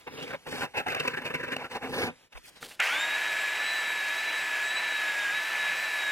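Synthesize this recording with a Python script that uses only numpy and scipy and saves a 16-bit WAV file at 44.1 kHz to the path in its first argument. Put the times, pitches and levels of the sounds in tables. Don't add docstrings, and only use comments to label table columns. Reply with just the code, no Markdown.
import sys
import numpy as np
from scipy import signal
from scipy.fft import rfft, irfft
from scipy.io import wavfile
from scipy.ndimage import uniform_filter1d

SR = 44100
rng = np.random.default_rng(int(sys.argv[2]) if len(sys.argv) > 2 else 0)


def voltage_ratio(level):
    return 10 ** (np.asarray(level, float) / 20)


def unload_wav(signal):
    wavfile.write(
        sys.argv[1],
        SR,
        np.round(np.clip(np.atleast_2d(signal).T, -1, 1) * 32767).astype(np.int16),
    )


N = 269451
TIME, FREQ = np.arange(N) / SR, np.fft.rfftfreq(N, 1 / SR) + 1
SWITCH_S = 2.8008


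def unit(x):
    return x / np.sqrt(np.mean(x ** 2))


def colour(points):
    hz, db = np.transpose(points)
    return unit(voltage_ratio(np.interp(np.log(FREQ), np.log(hz), db)))


def ringing(modes):
    return sum(voltage_ratio(db) / (1 + 1j * (FREQ - hz * hz / FREQ) / max(width, 30)) for hz, width, db in modes)


def through(x, gain):
    return irfft(rfft(x) * gain, N)


def walk(rate):
    hold = int(SR / rate)
    steps = np.repeat(rng.standard_normal(N // hold + 1), hold)
    return unit(uniform_filter1d(uniform_filter1d(steps, hold), hold)[:N])


def fibres(rate, spread_db):
    hold = int(SR / rate)
    sizes = np.minimum(rng.exponential(size=N // hold + 1), 4)
    return unit(rng.standard_normal(N) * np.repeat(voltage_ratio(spread_db * sizes), hold)[:N])


# (start [s], length [s], cut level [dB], fibre hiss minus cut [dB], board boom minus cut [dB])
STROKES = [(0, 0.012, -50.5, -4, -12), (0.077, 0.21, -48, -9.5, 2), (0.17, 0.087, -44, -16, 6),
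           (0.254, 0.085, -39.5, -13.5, -0.5), (0.451, 0.19, -42, -7, 2.5),
           (0.558, 0.097, -34.5, -12.5, -11), (0.734, 0.077, -31.5, -24, -11.5),
           (0.873, 0.057, -31.5, -17, -10), (0.938, 0.051, -32, -24, -14), (0.984, 0.14, -37.5, -17, -8),
           (1.158, 0.33, -40.5, -21, -4.5), (1.465, .2, -41, -18, -5.5), (1.693, 0.076, -37.5, -13.5, -5),
           (1.805, 0.15, -47.5, -6.5, 11.5), (1.916, 0.16, -34, -10, 2.5), (2.096, 0.2, -79, -18, 7),
           (2.342, 0.044, -63, 1, -16), (2.427, 0.068, -64.5, 4.5, -6), (2.602, 0.065, -53, -1, -1),
           (2.668, 0.084, -57.5, 0.5, -9)]
ATTACK_S, RELEASE_S, BUILD_DB = 0.024, 0.02, -0.5
HISS_ATTACK_SHARE, HISS_RELEASE_S = 0.3, .006
SPLINTER_DB, SPLINTER_SLOPE = 1.5, 1.7


def stroke_pressure():
    push = 0
    for start, length, cut_db, hiss_db, boom_db in STROKES:
        u = TIME - start
        slow = max(HISS_ATTACK_SHARE * length, ATTACK_S)
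        attack = np.array([[ATTACK_S], [ATTACK_S], [slow], [slow]])
        release = np.array([[RELEASE_S], [RELEASE_S], [HISS_RELEASE_S], [HISS_RELEASE_S]])
        shape = np.clip(u / attack, 0, 1) * np.exp(-np.maximum(u - length, 0) / release)
        shape = shape * voltage_ratio(cut_db + BUILD_DB * (np.clip(u / length, 0, 1) - .5))
        splinter_db = SPLINTER_SLOPE * hiss_db + SPLINTER_DB
        drive_db = np.array([[boom_db - 4.5], [-4.0], [hiss_db + .5], [splinter_db]])
        push = np.hypot(push, voltage_ratio(drive_db) * shape)
    return push


# (peak time [s], level [dB], ring [Hz], half length [s])
CATCHES = [(0.075, -36.5, 890, 0.0043), (0.19, -40.5, 2780, 0.011), (0.229, -39, 3160, 0.0055),
           (0.279, -41, 2270, 0.0069), (0.31, -36.5, 1580, .0033), (0.337, -32.5, 560, 0.0056),
           (.345, -68, 3630, 0.0034), (0.362, -55, 3600, .002), (0.513, -51, 3600, .0015),
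           (0.468, -39, 895, .0034), (0.529, -39, 1830, 0.0094), (0.555, -38, 2160, 0.0041),
           (0.61, -33, 2430, .003), (0.621, -28.5, 1580, 0.0039), (0.634, -31, 820, 0.0045),
           (0.777, -28.5, 2570, 0.0066), (0.8, -32.5, 1290, 0.0037), (1.76, -36, 820, 0.0059),
           (1.837, -34, 820, 0.013), (1.973, -40, 810, 0.016), (2.025, -32.5, 2160, 0.013),
           (2.08, -33.5, 760, .0062)]
# (peak time [s], level [dB], ring [Hz], half length [s])
CHATTER = [(0.868, -29, 820, 0.0038), (0.885, -29.5, 2060, 0.0034), (0.904, -32.5, 2450, 0.0034),
           (0.949, -27.5, 2570, 0.0017), (0.967, -31, 820, 0.0019), (1.002, -27.5, 2700, 0.0037),
           (1.054, -31.5, 820, 0.0026), (1.079, -24.5, 2540, 0.0024), (1.14, -31.5, 1600, .005),
           (1.175, -32, 1770, 0.006), (1.219, -36, 1670, 0.0023), (1.259, -32.5, 2470, 0.0075),
           (1.305, -33, 810, 0.0041), (1.347, -28.5, 2190, 0.0049), (1.404, -36.5, 1720, 0.0047),
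           (1.438, -31, 1620, 0.0046), (1.484, -41, 850, .0036), (1.525, -28.5, 1850, 0.006),
           (1.566, -28.5, 2750, 0.0013), (1.615, -38.5, 860, 0.0052), (1.646, -38.5, 1390, .0059)]
# (peak time [s], level [dB], ring [Hz], half length [s])
KNOCKS = [
    (2.16, -64, 2310, 0.0027),
    (2.328, -48.5, 2760, 0.0034),
    (2.357, -44, 1050, 0.0033),
    (2.376, -41.5, 2350, 0.0017),
    (2.449, -53.5, 2500, 0.0048),
    (2.48, -58, 4600, 0.0065),
    (2.568, -53, 3770, 0.0079),
    (2.628, -35, 1450, 0.0014),
    (2.64, -47.5, 3150, 0.0035),
    (2.714, -48, 2750, 0.004),
]
# (frequency [Hz], width [Hz], level [dB])
BOARD = [(154.3, 23, 5), (253, 24, 2.5), (411, 11, -10.5), (511, 72, -2.5), (820, 87, 3), (983, 40, 2),
         (1636, 230, -8), (2190, 66, -6), (2700, 160, -10.5), (3580, 260, 4.5)]
# (frequency [Hz], level [dB])
BOOM = [(40, -17), (95, -8.5), (150, -12), (250, -6), (500, -1.5), (800, -55), (1500, -67)]
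# (frequency [Hz], level [dB])
CUT = [(300, -30), (600, 2), (900, -4), (1600, 1.5), (2700, 1), (3400, -16), (5000, -28)]
# (frequency [Hz], level [dB])
HISS = [(2000, -3), (3500, 4.5), (5000, 1.5), (8000, -13.5), (11000, -50)]
# (frequency [Hz], level [dB])
AIR = [(6000, -7), (9000, 2.5), (12000, -4), (16000, -7.5)]
CATCH_BOOM_DB, KNOCK_BOOM_DB = -7.5, -18
CATCH_HISS_DB, HISS_DB_PER_OCT = -13, 16.5
RING_DB, RING_WIDTH, BOARD_MIX = -5, .08, .3


def spokeshave():
    push = stroke_pressure() * voltage_ratio(2.3 * walk(45))
    tear, rings = fibres(rate=1600, spread_db=0.9), np.zeros(N)
    for table, boom_db in ((CATCHES, CATCH_BOOM_DB), (CHATTER, CATCH_BOOM_DB), (KNOCKS, KNOCK_BOOM_DB)):
        for peak, db, hz, length in table:
            span = slice(int((peak - .05) * SR), int((peak + 0.13) * SR))
            u = (TIME[span] - peak) / max(length, .001)
            swell = np.exp(-np.where(u < 0, u, 0.39 * u) ** 2 / 2)
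            crisp = np.exp(-np.where(u < 0, u, 0.57 * u) ** 2 / 2)
            hiss_db = db + CATCH_HISS_DB + HISS_DB_PER_OCT * np.log2(hz / 2500)
            drive_db = np.array([[db + boom_db - .5], [db - 3.0], [hiss_db + .5], [hiss_db - 9.5]])
            swells = np.array([swell, swell, crisp, crisp])
            push[:, span] = np.hypot(push[:, span], voltage_ratio(drive_db) * swells)
            b, a = signal.iirpeak(hz, 1 / RING_WIDTH, SR)
            rings[span] += voltage_ratio(db + RING_DB) * unit(signal.lfilter(b, a, tear[span])) * swell
    body = ringing(BOARD)
    body = body + BOARD_MIX * np.abs(body).max()
    boom, cut = colour(BOOM) * body, colour(CUT) * body
    boom = boom / np.sqrt(np.mean(np.abs(boom) ** 2))
    cut = cut / np.sqrt(np.mean(np.abs(cut) ** 2))
    snaps = fibres(rate=2500, spread_db=2.7)
    hiss = through(push[2] * snaps, colour(HISS))
    splinters = through(push[3] * snaps, colour(AIR))
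    return through(push[0] * tear, boom) + through(push[1] * tear, cut) + hiss + splinters + rings


# (time [s], commutator rate once at speed [Hz], whine level [dB])
MOTOR = [(3.0, 3858, -40), (3.3, 3862, -45.5), (3.5, 3818, -49), (3.6, 3900, -43), (3.7, 3965, -39.5),
         (4.1, 3800, -48.5), (4.2, 3923, -41), (4.3, 3940, -40.5), (4.6, 3800, -52.5), (4.7, 3888, -41),
         (4.8, 3954, -40), (5.3, 3670, -51), (5.35, 3830, -40), (5.42, 3890, -44), (5.5, 3944, -49),
         (5.65, 3833, -41), (5.82, 3960, -45), (6.11, 3778, -41.5)]
# (level at free speed [dB], slope [dB per 100 Hz], added by starting current [dB])
WHINE = [(-56.5, 2, -5), (-64, 3.5, 1)]
RUN_UP_FROM_S, RUN_UP_S, FREE_HZ = 2.747, .142, 3858
TEETH_DB, TEETH_DB_PER_100HZ, TEETH_START_DB = -33.5, -1.8, -6
HOUSING_HZ, HOUSING_WIDTH_HZ, HOUSING_DB = 7364, 177, 7.8


def motor():
    reached = np.tanh(np.maximum(TIME - RUN_UP_FROM_S, 0) / RUN_UP_S)
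    times, speeds, levels = np.transpose(MOTOR)
    speed_hz = np.interp(TIME, times, speeds)
    bar_hz = speed_hz * reached
    over = (speed_hz - FREE_HZ) / 100
    starting = 1 - reached ** 8
    whine_db = [np.interp(TIME, times, levels)]
    for harmonic, (db, slope, start_db) in enumerate(WHINE, 2):
        lift = HOUSING_DB * np.exp(-((harmonic * bar_hz - HOUSING_HZ) / HOUSING_WIDTH_HZ) ** 2)
        wander = 2.8 * walk(8)
        whine_db.append(db + slope * over + start_db * starting + wander + lift)
    tooth_db = TEETH_DB + TEETH_DB_PER_100HZ * over + TEETH_START_DB * (1 - reached ** 2)
    return bar_hz, whine_db, tooth_db


def tone(hz, db, flicker_db, wobble=.3):
    phase = 2 * np.pi * np.cumsum(hz) / SR + wobble * walk(120)
    return np.sqrt(2) * voltage_ratio(db + flicker_db * walk(55)) * np.sin(phase)


# (order [per turn], level [dB])
SHAFT = [(1, -62), (2, -53), (3, -51), (4, -51), (5, -52), (6, -55), (10, -52), (11, -56), (13, -57),
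         (22, -64)]
BARS, TEETH = 12, 16 / 3
WHINE_FLICKER_DB = 2.6


def motor_lines():
    bar_hz, whine_db, tooth_db = motor()
    whine = sum(tone(k * bar_hz, db, WHINE_FLICKER_DB) for k, db in enumerate(whine_db, 1))
    shaft_hz = bar_hz / BARS
    tooth_hz = shaft_hz * TEETH
    teeth = tone(tooth_hz, tooth_db - 0.5, 1.27) + tone(2 * tooth_hz, tooth_db - 29.0, 3.04)
    rattle_db = 7 * np.exp(-((TIME - 2.95) / .1) ** 2)
    shaft = sum(tone(order * shaft_hz, db - 3.5 + rattle_db, WHINE_FLICKER_DB, .15) for order, db in SHAFT)
    return (whine + teeth) * np.clip((TIME - 2.82) / .1, 0, 1) + shaft * np.clip((TIME - 2.84) / .08, 0, 1)


# (frequency [Hz], level [dB])
ROAR_COLOUR = [(18, -78), (30, -51), (319, -24.5), (384, -21), (649, -15), (702, -13.5), (962, -11.5),
               (1070, -13.5), (1390, -11), (1670, -4.5), (1860, -6), (2410, -3.5), (3580, -16),
               (12000, -33), (16000, -39.5)]
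ROAR_DB, SURGE_DB, SURGE_S, SURGE_TOP_DB = -36, 9, 0.14, -29
GRIT_LAG_S = 0.038


def roar():
    after = TIME - SWITCH_S
    db = ROAR_DB + SURGE_DB * np.exp(-np.maximum(after, 0) / SURGE_S)
    db = np.minimum(db, SURGE_TOP_DB)
    high = 1 / (1 + (3800 / FREQ) ** 6)
    total = 0
    for share, rise in ((1 - high, 1), (high, np.clip(after / GRIT_LAG_S, .3, 1))):
        grit = through(fibres(rate=3000, spread_db=1.35), colour(ROAR_COLOUR) * share)
        total = total + rise * grit * voltage_ratio(.5 * walk(14))
    return voltage_ratio(db + 3.5) * total


# (frequency [Hz], width [Hz], level [dB])
SWITCH_MODES = [(750, 400, -10), (1600, 450, 0), (2300, 800, -3), (6000, 2500, -16)]


def switch_click():
    u = TIME - SWITCH_S
    snap = (u > 0) * np.exp(-np.abs(u) / .004) * rng.standard_normal(N)
    click = through(snap, ringing(SWITCH_MODES) ** 2)
    return voltage_ratio(-13.5) * click / np.abs(click).max()


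def sander():
    shake = unit(through(rng.standard_normal(N), ringing([(158, 70, 0)]) ** 2))
    rumble = voltage_ratio(-70 + 2.5 * walk(9)) * shake
    on = np.clip((TIME - 2.792) / 0.0082, 0, 1)
    return on * (motor_lines() + rumble + roar()) + switch_click()


def thud():
    start_s, db, hz, rise_s, lead_rad = 2.347, -32, 46, .012, 1.0
    u = np.maximum(TIME - start_s, 0)
    leads = np.array([[lead_rad], [-lead_rad - np.pi / 2]])
    return voltage_ratio(db) * np.sin(2 * np.pi * hz * u + leads) * u / rise_s * np.exp(-u / rise_s)


# (frequency [Hz], level [dB])
SHOP = [(18, -38), (30, -13), (913, -16.5), (1130, -19.5), (2410, -15), (9220, -28.5), (11100, -28),
        (16000, -44)]


def shop():
    dip = 1 - .85 * np.exp(-((TIME - 2.295) / .03) ** 2)
    air = through(rng.standard_normal(N), colour(SHOP))
    return dip * voltage_ratio(-59.5 + 0.5 * walk(5.4)) * air * (TIME < SWITCH_S)


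# (lower edge [Hz], edge slide [Hz/s], lead [rad])
LEADS = [(0, 0, 1.1), (1150, 0, .4), (1500, 200, 1.7), (3350, -150, 3.6), (4100, 0, 4.3), (5300, 0, 4.8)]
# (from [s], to [s], low [Hz], high [Hz], slide [Hz/s])
ALIGNED = [(0, .36, 3250, 4000, 0), (.4, .48, 8000, 23000, 0), (.73, .96, 8500, 23000, 0),
           (1.2, 1.35, 8000, 23000, 0), (.45, 2.1, 700, 1150, 0), (1.05, 2.1, 220, 700, 0),
           (2.1, 2.6, 3000, 4100, 0), (2.45, 2.6, 4600, 23000, 0)]
# (from [s], to [s], low [Hz], high [Hz], slide [Hz/s])
ASKEW = [(.07, .2, 5300, 10000, 0), (.45, .62, 3400, 4200, 0), (1.92, 2.12, 1900, 3100, -1000),
         (2.4, 2.47, 500, 1200, 0)]
# (from [s], to [s], low [Hz], high [Hz], slide [Hz/s])
OPPOSED = [(.74, 1.2, 1130, 1400, -1450), (1.25, 1.56, 700, 930, -200), (1.9, 2.1, 7000, 7900, 3500),
           (2.08, 2.2, 12000, 23000, 0), (2.2, 2.28, 4400, 5200, 0), (2.33, 2.6, 3800, 4300, -2000),
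           (2.8, 2.9, -300, 480, -1800)]
STEREO_END_S, ALIGNED_RAD, ASKEW_RAD, OPPOSED_RAD = 2.6, .4, 2.7, 3.14


def drifting_stereo(x):
    hz, s, frames = signal.stft(x, SR, nperseg=512, noverlap=384)
    hz, lead = hz[:, None], np.zeros(frames.shape)
    for edge_hz, slide, radians in LEADS:
        lead[(hz >= edge_hz + slide * s) & (s < STEREO_END_S)] = radians
    for rows, radians in ((ALIGNED, ALIGNED_RAD), (ASKEW, ASKEW_RAD), (OPPOSED, OPPOSED_RAD)):
        for start, end, low_hz, high_hz, slide in rows:
            moved = hz - slide * (s - start)
            lead[(s >= start) & (s < end) & (moved >= low_hz) & (moved < high_hz)] = radians
    shake = uniform_filter1d(rng.standard_normal(frames.shape), size=3, axis=0)
    shake = uniform_filter1d(shake, size=5, axis=1)
    jitter = .6 * (.25 + np.abs(np.cos(lead / 2)))
    lead += jitter * unit(shake) * np.minimum(hz / 3000, 1) * (s < STEREO_END_S)
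    sides = frames * np.exp(.5j * np.array([lead, -lead]))
    return signal.istft(sides, SR, nperseg=512, noverlap=384)[1][:, :N]


def scene():
    return drifting_stereo(spokeshave() + sander() + shop()) + thud()


def roll_off(x):
    return signal.sosfilt(signal.butter(12, 16240, fs=SR, output="sos"), x)


def record(dry):
    top = np.fft.rfftfreq(N, 1 / SR) < 15830
    return roll_off(through(dry, top))


dry = scene()
out = record(dry)
unload_wav(out)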